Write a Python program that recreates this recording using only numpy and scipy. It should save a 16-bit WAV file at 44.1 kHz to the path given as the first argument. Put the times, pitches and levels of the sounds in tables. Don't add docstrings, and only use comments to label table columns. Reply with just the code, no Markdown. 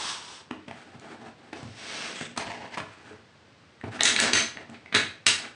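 import sys
import numpy as np
from scipy import signal
from scipy.fft import rfft, irfft, next_fast_len
from scipy.io import wavfile
from scipy.ndimage import map_coordinates

SR = 44100
rng = np.random.default_rng(int(sys.argv[2]) if len(sys.argv) > 2 else 0)


def output_pcm(signal):
    pcm = np.clip(np.atleast_2d(signal).T, -1, 1) * 32767
    wavfile.write(sys.argv[1], SR, np.round(pcm).astype(np.int16))


N = 244742

# time in seconds, relative rumble and hiss levels in dB.
SWEEP = [(0.0, -41, -34.5), (0.096, -43.5, -33), (0.206, -52.5, -45.5), (0.346, -51, -46.5),
         (0.374, -61, -48.5), (0.414, -52, -53.5), (0.47, -89, -79)]
SLIDE = [(1.56, -46, -49), (1.638, -48.5, -53), (1.754, -58.5, -53), (1.792, -50.5, -43.5),
         (1.968, -42.5, -36), (2.082, -43, -36), (2.17, -49, -45.5)]
NUDGE = [(2.15, -50, -41), (2.2, -49.5, -39.5), (2.255, -55, -39), (2.29, -58, -49.5), (2.34, -55, -58)]
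DRAG = [(2.40, -36, -36), (2.454, -38.5, -39.5), (2.506, -36.5, -39), (2.57, -43.5, -43.5),
        (2.642, -39.5, -46.5), (2.704, -49.5, -51), (2.75, -43.5, -37)]
# frequency in Hz, relative spectral density in dB.
SWEEP_TONE = [(60, -18), (130, -12.5), (300, -5), (480, -7.5), (700, -7.5), (950, 4), (1400, -6.5),
              (1900, -10.5), (2600, -10.5), (3400, -4), (4200, -9.5), (5500, -8.5), (7200, -17.5),
              (8100, -16), (10000, -23)]
SLIDE_TONE = [(60, -21), (100, -13.5), (200, -2.5), (480, -5), (650, -5), (1050, -6), (1500, -7),
              (2400, -6.5), (3400, -9), (4200, -10.5), (6000, -12.5), (7200, -22), (8100, -20),
              (10000, -27.5)]
NUDGE_TONE = [(60, -27), (200, 3), (1100, -4), (1900, -5), (2600, -7.5), (3400, -4.5), (4100, -15.5),
              (8200, -16.5), (10000, -37)]
DRAG_TONE = [(60, -24.5), (90, -6.5), (210, -4.5), (480, -7.5), (800, -0.5), (960, 0), (1170, -12),
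             (1450, -11.5), (1750, -6.5), (2100, -5), (2400, -10.5), (2950, -11), (3500, -18), (4600, -17),
             (8000, -30), (10000, -36.5)]

def sliding_books():
    sweep = amp(-0.4) * friction(SWEEP, SWEEP_TONE, grit=0.22, judder_db=0.5)
    slide = amp(-1.5) * friction(SLIDE, SLIDE_TONE, grit=0.77, judder_db=0.2)
    nudge = amp(-2.0) * friction(NUDGE, NUDGE_TONE, grit=0.83, judder_db=3.0)
    drag = amp(-2.5) * friction(DRAG, DRAG_TONE, grit=1.0, judder_db=-2.1)
    return sweep + slide + nudge + drag


# start in seconds, relative level in dB, contact time and
# chatter t60 in seconds, board pitch in Hz, level of the settling thud over the knock in dB.
KNOCKS = [ (.511, -34.5, .00045, 0.013, 300, -12), (.681, -37, 0.00049, 0.053, 138, -21),
          (.712, -42, 0.00041, 0.0094, 764, -19), (.951, -38.5, 0.013, .024, 135, -20),
          (1.530, -37, 0.00036, 0.047, 305, -17), (1.628, -27.5, .004, 0.11, 146, -2),
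          (2.211, -31.5, 0.00053, 0.015, 133, -27), (2.364, -46.5, 0.0001884, 0.042, 950, -12),
          (2.376, -32, 0.000086, 0.025, 980, -20), (2.774, -32.5, 0.00041, 0.02, 1030, -10),
          (2.780, -35, 0.00022, 0.052, 960, 2.5), (3.108, -41, 0.0012, .05, 430, 0),
          (3.839, -26, 0.0013, 0.087, 115, -19), (4.695, -39.5, 0.0021, 0.04, 232, -14)]
# start in seconds, relative level in dB.
SPIRAL_CLICKS = [(.998, -56), (1.631, -54), (2.210, -44), (4.699, -58.5)]

def knocking_books(settle_s=0.022, settle_hz=108.7, spiral_hz=7300):
    track = np.zeros(N)
    for start, db, contact_s, chatter_s, board_hz, settle_db in KNOCKS:
        knock(track, start, cushioned(db, contact_s), chatter_s, board_hz)
        settling_db = cushioned(db + settle_db, 2.36 * contact_s)
        knock(track, start + settle_s, settling_db, chatter_s=0.027, ring_hz=settle_hz)
    for start, db in SPIRAL_CLICKS:
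        click_db = db + np.array([-13, -11, 10, -6])
        knock(track, start, click_db, chatter_s=0.0056, ring_hz=spiral_hz)
    return track


def knock(track, start, band_db, chatter_s, ring_hz):
    mode = (ring_hz, 0.41 * ring_hz, 10.0)
    strike(track, start, band_db, chatter_s, [mode], gain_db=19.5, graze_db=-15.5, wet_db=-3.5)


# relative thud, knock, crack and tick levels in dB.
HARD_BOARD_DB = [-3.5, 1.5, 11, 3.5]

def cushioned(db, contact_s):
    loss_db = 20 * np.log10(1 + BAND_EDGES[1:] * BAND_EDGES[:-1] * contact_s ** 2)
    return db + np.array(HARD_BOARD_DB) - (loss_db - loss_db[0])


# start in seconds, relative level and brightness in dB,
# chatter t60 in seconds, ring frequency in Hz.
TAPS = [ (3.813, -47, -12, 0.0048, 1900), (3.993, -33, -19, 0.072, 1780), (4.008, -16.5, -4.5, 0.017, 3630),
        (4.034, -28.5, 17, 0.007, 7260), (4.163, -23, -1, 0.014, 2300), (4.189, -23.5, -3, 0.043, 1660),
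        (4.572, -34, -22, 0.008, 2840), (4.744, -44, -18, .05, 2300), (4.86, -45.5, -20, .016, 2156),
        (4.926, -29, -17, 0.035, 1700), (4.944, -23.5, -11, 0.035, 1750)]

def tapping_tools():
    track = np.zeros(N)
    shape_db = np.array([-20, -14, 0.5, -10])
    for start, db, bright_db, chatter_s, ring_hz in TAPS:
        clack(track, start, db + shape_db, bright_db, chatter_s, ring_hz, ring_db=9)
    return track


# start in seconds, relative level and brightness in dB, first chatter
# t60 in seconds, ring frequency in Hz, its lift in dB, first flight in seconds, first loss in dB.
DROPS = [(4.053, -16.5, 3, 0.066, 3750, 3.5, .019, 4), (4.201, -21, 6.5, 0.015, 2450, 9, .021, 10.5),
         (4.333, -15, -3, .04, 6190, 12.5, 0.019, 2.12), (4.948, -13, -7, 0.045, 1780, 0, .009, 4.5),
         (5.266, -13, 2.5, 0.029, 2780, 6.5, .01, 4.5)]

def dropping_tools(flight_ratio=0.9, loss_growth=1.41, bounce_chatter_s=0.16):
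    track = np.zeros(N)
    shape_db = np.array([-17.5, -17.5, 0.5, -9.5])
    for start, db, bright_db, first_chatter_s, ring_hz, ring_db, flight_s, loss_db in DROPS:
        for bounce in range(5):
            band_db = db + shape_db - loss_db * bounce ** loss_growth
            chatter_s = bounce_chatter_s if bounce else first_chatter_s
            clack(track, start, band_db, bright_db, chatter_s, ring_hz, ring_db)
            start += flight_s * flight_ratio ** bounce
    return track


# frequency in Hz, width in Hz, mean lift in dB.
TOOL_MODES = [(1447, 325, 5.7), (1900, 290, 4.5), (2240, 120, 2.2), (2825, 51, 1.7), (3280, 250, 3.4),
              (3898.3, 350, 8), (4530, 860, 5.8), (6420, 1260, 6.3), (8100, 720, 3.8), (9500, 57, 1.4)]
# dB gained by thud, knock, crack and tick per dB of brightness.
TILT = [-0.51, -0.18, -0.027, 1]

def clack(track, start, band_db, bright_db, chatter_s, ring_hz, ring_db, scatter_db=1.8):
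    modes = [(hz, width, db + scatter_db * rng.standard_normal()) for hz, width, db in TOOL_MODES]
    modes.append((ring_hz, 340, ring_db))
    tilted_db = band_db + bright_db * np.array(TILT)
    wet_db = -3.5 * np.exp(-chatter_s / 0.022)
    strike(track, start, tilted_db, chatter_s, modes, gain_db=20.5, graze_db=-22.0, wet_db=wet_db)


# time in seconds, relative rumble and hiss levels in dB.
RUMMAGE = [(3.99, -39.5, -72), (4.07, -36, -24), (4.14, -37, -35.5), (4.19, -34.5, -30), (4.24, -26, -21.5),
           (4.3, -30, -29.5), (4.39, -41.5, -52), (4.44, -37, -58)]
# frequency in Hz, relative spectral density in dB.
RUMMAGE_TONE = [(60, -23), (170, -12), (240, -0.5), (520, -7.5), (1100, -8), (1700, 2.5), (3000, -3.5),
                (4300, -3), (5200, -7), (8000, -13), (10000, -41)]

def rolling_tools():
    return amp(-3.5) * friction(RUMMAGE, RUMMAGE_TONE, grit=0.84, judder_db=0.0, slips_per_s=1500)


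# start and length in seconds,
# relative peak rumble level in dB, hiss over rumble in dB.
BRUSHES = [(0.701, 0.2, -50.5, 2), (0.863, 0.16, -48.5, -3.5), (1.02, 0.19, -41.5, -4.5),
           (1.195, 0.14, -40.5, -8), (1.389, 0.16, -51, -4), (2.863, .13, -64, 14), (2.979, 0.22, -49, 1),
           (3.851, 0.059, -37.5, -11), (3.921, 0.084, -39, 1.5), (4.558, .11, -43, -8.5),
           (4.679, 0.12, -46.5, -6), (4.83, 0.11, -54, -7), (5.388, 0.13, -42.5, 4)]
# frequency in Hz, relative spectral density in dB.
FINGER_TONE = [(60, -27.5), (110, -5.5), (200, -4), (320, 0.5), (520, -8), (800, -2), (1050, -11.5),
               (1800, -19), (2800, -25.5), (7900, -40), (10000, -44.5)]

def brushing_fingers():
    swell = [(0, -7.5), (0.54, 0), (1, -16.5)]
    track = np.zeros(N)
    for start, length, rumble_db, hiss_over_db in BRUSHES:
        course = [(start + share * length, rumble_db + db, rumble_db + hiss_over_db + db)
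                  for share, db in swell]
        track += friction(course, FINGER_TONE, grit=0.82, judder_db=1.5)
    return amp(-2.5) * track


# frequency in Hz, width in Hz, relative lift in dB.
WOOD_MODES = [(98.6, 25, 8.5), (235.6, 38.5, 9.5), (310, 27, 3.5), (427, 18, 10), (665, 60, 7.5),
              (875, 90, 2.5), (1700, 67, 4.5)]

def friction(course, tone, grit, judder_db, slips_per_s=2500, judder_hz=70, split_hz=1300, fade_s=0.015):
    times, rumble_db, hiss_db = np.transpose(course)
    t = np.arange(round((times[0] - fade_s) * SR), round((times[-1] + fade_s) * SR)) / SR
    slips = rng.standard_normal(len(t)) * (rng.random(len(t)) < slips_per_s / SR)
    force = rng.standard_normal(len(t)) + grit * unit(slips)
    grip = rng.standard_normal(int(len(t) * judder_hz / SR) + 4)
    judder = amp(judder_db * map_coordinates(grip, [(t - t[0]) * judder_hz]))
    rub = filtered(force, lambda hz: amp(along(tone, hz) + 0.65 * lift(WOOD_MODES, hz)))
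    low = filtered(rub, lambda hz: 1 / (1 + (hz / split_hz) ** 10))
    rumble = unit(low * judder) * amp(np.interp(t, times, rumble_db))
    hiss = unit((rub - low) * judder) * amp(np.interp(t, times, hiss_db))
    fade = np.clip(np.minimum(t - t[0], t[-1] - t) / fade_s, 0, 1)
    track = np.zeros(N)
    add(track, t[0], ((rumble + hiss) * fade)[t >= 0])
    return track


def strike(track, start, band_db, chatter_s, modes, gain_db, graze_db, wet_db, lead_s=0.0034):
    modes = [*WOOD_MODES, *modes]
    hit = np.pad(impact(band_db, modes, chatter_s), (round(lead_s * SR), 0))
    add(hit, 0, amp(graze_db) * impact(band_db, modes, chatter_s=0.018))
    add(track, start - lead_s, amp(gain_db) * reverberate(hit, wet_db))


BAND_EDGES = [60, 400, 1300, 5000, 10000]
BAND_EDGES = np.array(BAND_EDGES)

def impact(band_db, modes, chatter_s, bass_hz=80, flex_hz=350, size=4096):
    hz, t = np.fft.rfftfreq(size, 1 / SR), np.arange(size) / SR
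    centres_hz = np.sqrt(BAND_EDGES[1:] * BAND_EDGES[:-1])
    density_db = band_db - 10 * np.log10(np.diff(BAND_EDGES) / (SR / 2))
    colour = amp(along(np.c_[centres_hz, density_db], hz) + lift(modes, hz))
    colour *= hz ** 4 / (hz ** 4 + bass_hz ** 4)
    cepstrum = irfft(np.log(colour + 1e-6))
    cepstrum[1:size // 2] *= 2
    cepstrum[size // 2 + 1:] = 0
    response = irfft(np.exp(rfft(cepstrum)))
    bounces = rng.standard_normal(size) * np.sqrt(rng.exponential(size=size)) * amp(-60 * t / chatter_s)
    force = bounces / np.linalg.norm(bounces)
    force[0] += 0.55 * np.exp(-chatter_s / 0.016)
    force /= np.linalg.norm(force)
    push = signal.lfilter(*signal.butter(1, flex_hz, fs=SR), t == 0)
    rattle = signal.lfilter(*signal.butter(1, flex_hz, "high", fs=SR), force)
    return signal.fftconvolve(push + rattle, response)


# frequency in Hz, t60 in seconds.
ROOM_T60 = [(100, 0.5), (300, 0.43), (1000, 0.39), (3000, 0.38), (9000, 0.31)]

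def reverberate(x, wet_db, build_s=0.0059):
    hz, t, noise = signal.stft(rng.standard_normal(SR // 2), SR, nperseg=256)
    decay = amp(-60 * t / along(ROOM_T60, hz)[:, None])
    tail = signal.istft(noise * decay, SR, nperseg=256)[1]
    tail *= 1 - np.exp(-(np.arange(len(tail)) / SR / build_s) ** 2)
    response = amp(wet_db) * tail / np.linalg.norm(tail)
    response[0] = 1
    return signal.fftconvolve(x, response)


# frequency in Hz, relative spectral density in dB.
AIR_TONE = [(18, -49.5), (30, -47), (79, 4), (200, 1), (367, -3.5), (554, -3.5), (641, -7), (1660, -8),
            (2270, -10.5), (3040, -12), (3780, -14), (4710, -15.5), (10000, -34.5), (13000, -68),
            (22000, -120)]

def room_air():
    return amp(-56.5) * unit(filtered(rng.standard_normal(N), lambda hz: amp(along(AIR_TONE, hz))))


def amp(db):
    return 10 ** (np.asarray(db) / 20)


def unit(x):
    return x / np.sqrt(np.mean(x ** 2) + 1e-20)


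def along(points, hz):
    frequencies, values = np.transpose(points)
    return np.interp(np.log(hz + 1), np.log(frequencies + 1), values)


def filtered(x, response):
    size = next_fast_len(len(x) + SR // 4)
    return irfft(rfft(x, size) * response(np.fft.rfftfreq(size, 1 / SR)), size)[:len(x)]


def lift(modes, hz):
    return sum(db / (1 + (2 * (hz - centre) / width) ** 2) for centre, width, db in modes)


def add(track, start, sound):
    part = track[max(round(start * SR), 0):][:len(sound)]
    part += sound[:len(part)]


def scene():
    rubbing = reverberate(sliding_books() + brushing_fingers() + rolling_tools(), wet_db=-7.5)[:N]
    return (rubbing + knocking_books() + tapping_tools() + dropping_tools() + room_air())[None]


# frequency in Hz, width in Hz, lift in dB.
MICROPHONE_MODES = [(7450, 500, -1.5), (7960, 660, 5)]
# frequency in Hz, gain in dB.
TREBLE_CUT = [(9300, 0), (9750, -3), (10100, -9), (10380, -21), (10700, -42), (11300, -52), (12000, -36),
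              (12400, -44), (12800, -90)]

def record(dry, bass_hz=35, top_hz=12500, ceiling=0.9):
    def response(hz):
        passband = hz ** 2 / (hz ** 2 + bass_hz ** 2) / np.sqrt(1 + (hz / top_hz) ** 20)
        return amp(lift(MICROPHONE_MODES, hz)) * passband

    heard = filtered(dry[0], response)
    rounded = heard / (1 + (heard / ceiling) ** 8) ** (1 / 8)
    return filtered(rounded, lambda hz: amp(along(TREBLE_CUT, hz)))[None]


dry = scene()
out = record(dry)
output_pcm(out)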